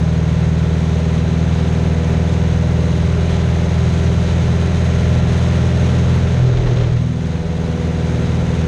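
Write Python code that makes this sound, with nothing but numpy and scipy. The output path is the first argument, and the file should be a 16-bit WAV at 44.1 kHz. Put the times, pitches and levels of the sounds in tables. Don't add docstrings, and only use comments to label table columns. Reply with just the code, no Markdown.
import sys
import numpy as np
from scipy import signal
from scipy.fft import rfft, irfft, next_fast_len
from scipy.io import wavfile

SR = 44100
rng = np.random.default_rng(int(sys.argv[2]) if len(sys.argv) > 2 else 0)


def unload_wav(signal):
    wavfile.write(
        sys.argv[1],
        SR,
        np.round(np.clip(np.atleast_2d(signal).T, -1, 1) * 32767).astype(np.int16),
    )


N = 382347
TIME = np.arange(N) / SR

# t/s, level/dB
LOUDNESS = [(0, -36), (1.1, -34.5), (3.3, -33), (5.6, -31.5), (6.08, -31.5), (6.45, -33.5), (6.8, -33),
            (7.08, -38.5), (7.55, -36.5), (8.1, -34.5), (8.67, -34)]
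# t/s, lift/dB
BRIEF_SWELLS = [(.35, 0.5), (1.6, 2), (3.32, 2), (3.98, 0), (4.29, 2), (5.55, 1)]
# t/s, level/dB
TURBULENCE = [(5.9, -48), (6.28, -35), (6.46, -23.5), (6.6, -20), (6.82, -21.5), (6.95, -24), (7.15, -50)]
# t/s, rush level/dB, thud level/dB
SLAPS = [(6.275, -33, -36), (6.575, -31, -32), (6.675, -31, -38), (6.715, -34, -24), (6.77, -34, -25),
         (6.815, -31, -29), (6.845, -32, -31), (6.93, -42, -31), (6.97, -34, -38)]
# t/s, starting gain/dB
RATTLES = [(2.0987, -36), (2.104, -39), (6.1635, -37.5)]
# f/Hz, relative level/dB
RUMBLE_SPECTRUM = [(12, -20), (22, -12), (41, -6), (55, -0.5), (80, -2), (125, 2), (170, -3.5), (220, -12),
                   (300, -32.5), (500, -70.5)]
ROAR_SPECTRUM = [(120, -24), (200, -1), (280, -1.5), (420, 2), (560, -2.5), (740, -8), (1100, -14),
                 (2000, -22.5), (5000, -56.5)]
RUSH_SPECTRUM = [(200, -15), (262, 5.5), (300, -5), (360, -3), (410, -16), (510, 2), (640, -25),
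                 (1200, -55)]
SLIPSTREAM_SPECTRUM = [(400, -16), (900, -1.5), (1180, -0.5), (1500, -1), (2050, -1.5), (2700, -5),
                       (3700, -4.5), (4500, -13), (6000, -19.5), (12000, -62)]
HISS_SPECTRUM = [(2500, -26.5), (4500, -4), (5300, -3.5), (6000, 0), (7000, -5), (8200, -8.5),
                 (9900, -15.5), (11100, -18), (12200, -33.5)]
SHUDDER_SPECTRUM = [(10, -12), (24, 6), (50, 1), (80, -3), (125, 5), (200, -23), (260, -11.5), (390, -7),
                    (600, -17), (1000, -33), (5000, -72)]
THUD_SPECTRUM = [(180, -18), (330, 4), (420, 2), (600, 2.5), (800, -7), (1500, -24), (4000, -60),
                 (9000, -100)]
# f/Hz, width/Hz, gain/dB
LEAK_MODES = [(1010, 70, 2), (1060, 90, -4.5), (1300, 80, -4), (1470, 92, 1), (1680, 80, -2),
              (2210, 44, 0.5), (4030, 200, 4.5), (6486, 350, 6.5)]
# f/Hz, width/Hz, gain/dB
CABIN_MODES = [(240, 30, 16), (271, 22, -5), (310, 17, 6), (328, 22, -1.5), (401, 56, 10.5), (433, 22, 3),
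               (460, 29, -8.5), (492, 30, 8.5), (587, 34, 0), (600.6, 22.4, 9), (694, 30, 1),
               (752, 33, -4.5), (837, 69, 4), (928, 46, -6), (1007, 27, 8.5), (1290, 130, -3.5),
               (1355, 49, 11)]
# f/Hz, width/Hz, gain/dB
STANDING_WAVES = [(242.2, 6, 7), (248.6, 2.6, -12), (274, 5, -9), (486.5, 13, 6.5), (508, 5, 4),
                  (568, 6, 3), (592, 7, 2.5), (616, 7, 6), (729, 11, 6.5)]
# t/s, f/Hz
CYCLE_RATE = [(0, 19.89), (.25, 19.85), (1, 20.07), (2, 20.28), (3.3, 20.555), (5, 20.865), (6.25, 21.055),
              (6.4, 20.86), (6.75, 19.9), (6.87, 19.93), (7, 20.14), (7.25, 20.31), (8.2, 20.185),
              (8.67, 20.35)]
# pulse arrival/cycles, pulse strength, puff level/dB
CYLINDERS = [(.004, 1.0, -1.2), (.243, .46, 1.0), (.509, .98, 1.3), (.722, .34, 1.6)]
# start t/s, hold/s, lift of the blade tone/dB
BLADE_LOADS = [(-.15, 0.41, 2.5), (5.0, .8, 2.5), (6.284, 0.49, 19), (7.94, 0.21, 7)]
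# order, level/dB relative to the propeller's buzz
PROPELLER_ORDERS = [(24, 0), (36, -9), (48, -10)]
# f/Hz, relative level/dB
EXHAUST_SPECTRUM = [(200, -21), (400, -20.5), (540, -23), (700, -20), (1100, -30.5), (1900, -31.5),
                    (3000, -38)]
# order, gain/dB
FAVOURED_ORDERS = [(13, 1), (14, 2), (16, -4), (17, 2.5), (19, 2.5), (20, -2.5), (22, 0), (29, 1.5),
                   (30, -2.5), (33, 1.5), (34, -1.5), (35, -2.5), (38, -10), (40, -2.5), (42, -4), (65, 3),
                   (66, -2.5), (72, -5)]
# level/dB at cruise, slope with cycle rate/(dB/Hz), loss in the roll/dB, share of the blade load
DRONE_TONES = [(-18.0, 1.5, 8.5, 0.043), (-22, 4, 12, 1), (-20, -3.5, 4.5, 0.052), (-26.5, 0.6, 4.5, 0.1)]
# order, relative level/dB, slope/(dB/Hz), loss in buffeting/dB
UNEVEN_ORDERS = [(2, -13, -2, -1), (3, -17, -1, -3), (5, -7, 4, 5), (7, -5, 4, 4), (9, 1, -2, 10),
                 (10, -20.5, 6, 0), (11, -14, 13, 4)]

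CRUISE_HZ = 20.4
ROLL_S, INVERTED_S, TURNOVER_S = 6.28, 6.98, 0.42
LULL_S, LULL_ATTACK_S, LULL_HOLD_S = 6.89, 0.12, 0.1


def from_db(db):
    return 10 ** (np.asarray(db) / 20)


def unit_power(x):
    return x / np.sqrt(np.mean(x ** 2) + 1e-20)


def in_time(curve):
    return np.interp(TIME, *np.transpose(curve))


def spectrum_db(points, hz):
    f, db = np.transpose(points)
    return np.interp(np.log(hz + 1e-6), np.log(f), db)


def resonance_db(modes, hz):
    return sum(db / (1 + (2 * (hz - f) / width) ** 2) for f, width, db in modes)


def drift(rate_hz, hop=200):
    pole, steps = np.exp(-2 * np.pi * rate_hz * hop / SR), N // hop + 2
    slow = signal.lfilter([1], [1, -2 * pole, pole * pole], rng.standard_normal(2 * steps))[steps:]
    return np.interp(np.arange(N), np.arange(steps) * hop, unit_power(slow))


def noise(spectrum, modes=(), share=1):
    size = next_fast_len(N, real=True)
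    hz = np.arange(size // 2 + 1) * SR / size
    gain = from_db(spectrum_db(spectrum, hz) + share * resonance_db(modes, hz))
    return unit_power(irfft(rfft(rng.standard_normal(size)) * gain, size)[:N])


def swell(start_s, attack_s, hold_s, release_s):
    return np.interp(TIME, start_s + np.cumsum([0, attack_s, hold_s, release_s]), [0, 1, 1, 0])


def bump(centre_s, width_s):
    return np.exp(-np.minimum(((TIME - centre_s) / width_s) ** 2, 20))


def banking():
    return swell(1.57, attack_s=0.2, hold_s=0.25, release_s=1.0)


def inverted():
    return np.clip((TIME - INVERTED_S) / TURNOVER_S, 0, 1)


def blade_load_db():
    return sum(db * swell(s, 0.18, hold_s, 0.37) for s, hold_s, db in BLADE_LOADS)


def puffs_db(cycle, lag_cycles, depth_db, uneven):
    blow_db = np.array(CYLINDERS)[:, -1]
    count = len(blow_db)
    firing = (cycle - lag_cycles) * count
    own_db = np.interp(firing % count, np.arange(count + 1), np.append(blow_db, blow_db[0]))
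    return depth_db * np.cos(2 * np.pi * firing) + uneven * (own_db - blow_db.mean())


def rumble(loudness_db):
    return from_db(-26 + 0.96 * loudness_db) * noise(RUMBLE_SPECTRUM)


def fuselage_rush(loudness_db):
    return inverted() * from_db(-31.3 + 2.1 * loudness_db) * noise(RUSH_SPECTRUM)


def slipstream(cycle, loudness_db, stir):
    flutter = drift(8.2)
    swells_db = sum(db * bump(s, width_s=0.051) for s, db in BRIEF_SWELLS)
    rush_db = -36 + 0.95 * loudness_db - stir + swells_db + 0.5 * flutter
    rush_db += puffs_db(cycle, lag_cycles=0.03, depth_db=1.0, uneven=0.3) * (1 + stir)
    rush = from_db(rush_db) * noise(SLIPSTREAM_SPECTRUM, LEAK_MODES)
    hiss_db = -45 + 0.98 * loudness_db - 0.88 * stir + 0.72 * flutter
    hiss_db += puffs_db(cycle, lag_cycles=0.027, depth_db=1.0, uneven=0.9)
    hiss = from_db(hiss_db) * noise(HISS_SPECTRUM, LEAK_MODES)
    treble = signal.sosfiltfilt(signal.butter(2, 7600, "high", fs=SR, output="sos"), hiss)
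    return rush + hiss - 0.64 * np.sqrt(stir) * treble


def rattles(decay_s, low_hz):
    envelope = sum(from_db(db) * (TIME >= s) * np.exp(-np.minimum(np.abs(TIME - s) / decay_s, 20))
                   for s, db in RATTLES)
    band = signal.butter(1, [low_hz, 9000], "band", fs=SR, output="sos")
    return envelope * signal.sosfilt(band, rng.standard_normal(N))


def buffeting(turbulence_db):
    level_db = turbulence_db + 0.5 + 1.2 * drift(10.0)
    return from_db(level_db) * noise(SHUDDER_SPECTRUM, CABIN_MODES, share=0.2)


def canopy_slaps(rush_width_s, thud_width_s):
    rush = sum(from_db(db) * bump(s, rush_width_s) for s, db, _ in SLAPS)
    thud = sum(from_db(db) * bump(s, thud_width_s) for s, _, db in SLAPS)
    return (rush * noise(SLIPSTREAM_SPECTRUM, CABIN_MODES)
            + thud * noise(THUD_SPECTRUM, CABIN_MODES, share=0.61))


def roar(cycle, lift_db, stir):
    level_db = -30.5 + lift_db - 0.91 * stir
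    level_db += puffs_db(cycle, lag_cycles=-0.1, depth_db=1.5, uneven=-0.13)
    return from_db(level_db) * noise(ROAR_SPECTRUM, CABIN_MODES, share=0.26)


def propeller(cycle, cycle_hz, stir, lull):
    phase = 2 * np.pi * (cycle + 0.011)
    load_db = blade_load_db()
    settling = swell(7.24, 0.16, 0, 0.32)
    hum_db = -36.5 + 2 * inverted() + 5.5 * np.tanh(load_db / 7.5) ** 2 + 2.5 * banking() - 9 * settling
    overtone_db = -48.5 + 8.5 * np.tanh(load_db / 3)
    buzz_db = -41.5 - 11 * lull
    harmonics = [(12, hum_db), (18, overtone_db)]
    harmonics += [(round(order), buzz_db + db) for order, db in PROPELLER_ORDERS]
    tones = np.zeros(N)
    for order, db in harmonics:
        level_db = db + resonance_db(STANDING_WAVES, order * cycle_hz) + 1.1 * drift(0.57)
        tones += from_db(level_db) * np.cos(order * phase)
    return -np.sqrt(2) * from_db(-19 * stir) * tones


def exhaust_buzz(cycle, cycle_hz, lift_db, stir, lull, waver_db, scatter_db):
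    rates_hz = np.linspace(cycle_hz.min(), cycle_hz.max(), 20)
    favoured_db = {round(order): db for order, db in FAVOURED_ORDERS}
    tones = np.zeros(N)
    for order in np.setdiff1d(np.arange(13, 150), [18, 24, 36, 48]):
        chance_db = scatter_db * rng.uniform(-1, 1) * np.clip((order - 30) / 40, 0, 1)
        hz = order * rates_hz
        level_db = spectrum_db(EXHAUST_SPECTRUM, hz) + resonance_db(CABIN_MODES + STANDING_WAVES, hz)
        level_db += favoured_db.get(order, chance_db)
        gain = np.interp(cycle_hz, rates_hz, from_db(level_db)) * from_db(waver_db * drift(1.0))
        tones += gain * np.cos(2 * np.pi * (order * cycle + rng.random()))
    manoeuvre_db = 2 * banking() - 5 * stir - 3 * lull - 0.5 * inverted()
    return np.sqrt(2) * from_db(-29.5 + lift_db + manoeuvre_db) * tones


def firing_harmonic(cycle, order):
    arrival, strength, _ = np.transpose(CYLINDERS)
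    phase = np.angle(np.sum(strength * np.exp(-2j * np.pi * order * arrival)))
    return -np.sqrt(2) * np.cos(2 * np.pi * order * cycle + phase)


def engine_drone(cycle, cycle_hz, stir):
    excess_hz = cycle_hz - CRUISE_HZ
    thinning = swell(ROLL_S, attack_s=0.25, hold_s=0, release_s=3)
    firing_db, blade_db, second_db, uneven_db = [
        db + slope * excess_hz - loss_db * thinning + share * blade_load_db() + 0.05 * drift(3.3)
        for db, slope, loss_db, share in DRONE_TONES]
    blade_lag_cycles = 0.04 * (cycle_hz - 20.58) - 0.038 * inverted()
    tones = from_db(firing_db) * firing_harmonic(cycle, order=4)
    tones += from_db(blade_db) * firing_harmonic(cycle - blade_lag_cycles, order=6)
    tones += from_db(second_db - 2.7 * stir) * firing_harmonic(cycle, order=8)
    for order, db, slope, loss_db in UNEVEN_ORDERS:
        level_db = uneven_db + db + slope * excess_hz - loss_db * stir
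        tones += from_db(level_db) * firing_harmonic(cycle, round(order))
    return tones


def scene():
    cycle_hz = in_time(CYCLE_RATE)
    cycle = np.cumsum(cycle_hz) / SR - 0.295
    cycle += 0.0011 * drift(2.0)
    cycle += 0.0003 * drift(8.8)
    loudness_db = in_time(LOUDNESS)
    loudness_db -= loudness_db.mean()
    turbulence_db = in_time(TURBULENCE)
    stir = from_db(turbulence_db - turbulence_db.max())
    lull = swell(LULL_S, LULL_ATTACK_S, LULL_HOLD_S, release_s=0.21)
    long_lull = swell(LULL_S, LULL_ATTACK_S, LULL_HOLD_S, release_s=0.52)
    lift_db = 0.71 * loudness_db - 2.5 * long_lull + 1.2 * np.tanh(blade_load_db() / 12)
    mix = engine_drone(cycle, cycle_hz, stir) + propeller(cycle, cycle_hz, stir, lull)
    mix += exhaust_buzz(cycle, cycle_hz, lift_db, stir, lull, waver_db=2.0, scatter_db=5.5)
    mix += rumble(loudness_db) + roar(cycle, lift_db, stir)
    mix += fuselage_rush(loudness_db) + slipstream(cycle, loudness_db, stir)
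    mix += buffeting(turbulence_db) + canopy_slaps(rush_width_s=0.0058, thud_width_s=0.011)
    mix += rattles(decay_s=0.0014, low_hz=3000)
    return mix[None]


def record(dry):
    ceiling, stopband_hz = 0.63, 14364
    rounded = dry / (1 + (dry / ceiling) ** 8) ** (1 / 8)
    return signal.sosfilt(signal.cheby2(12, 70, stopband_hz, fs=SR, output="sos"), rounded)


dry = scene()
out = record(dry)
unload_wav(out)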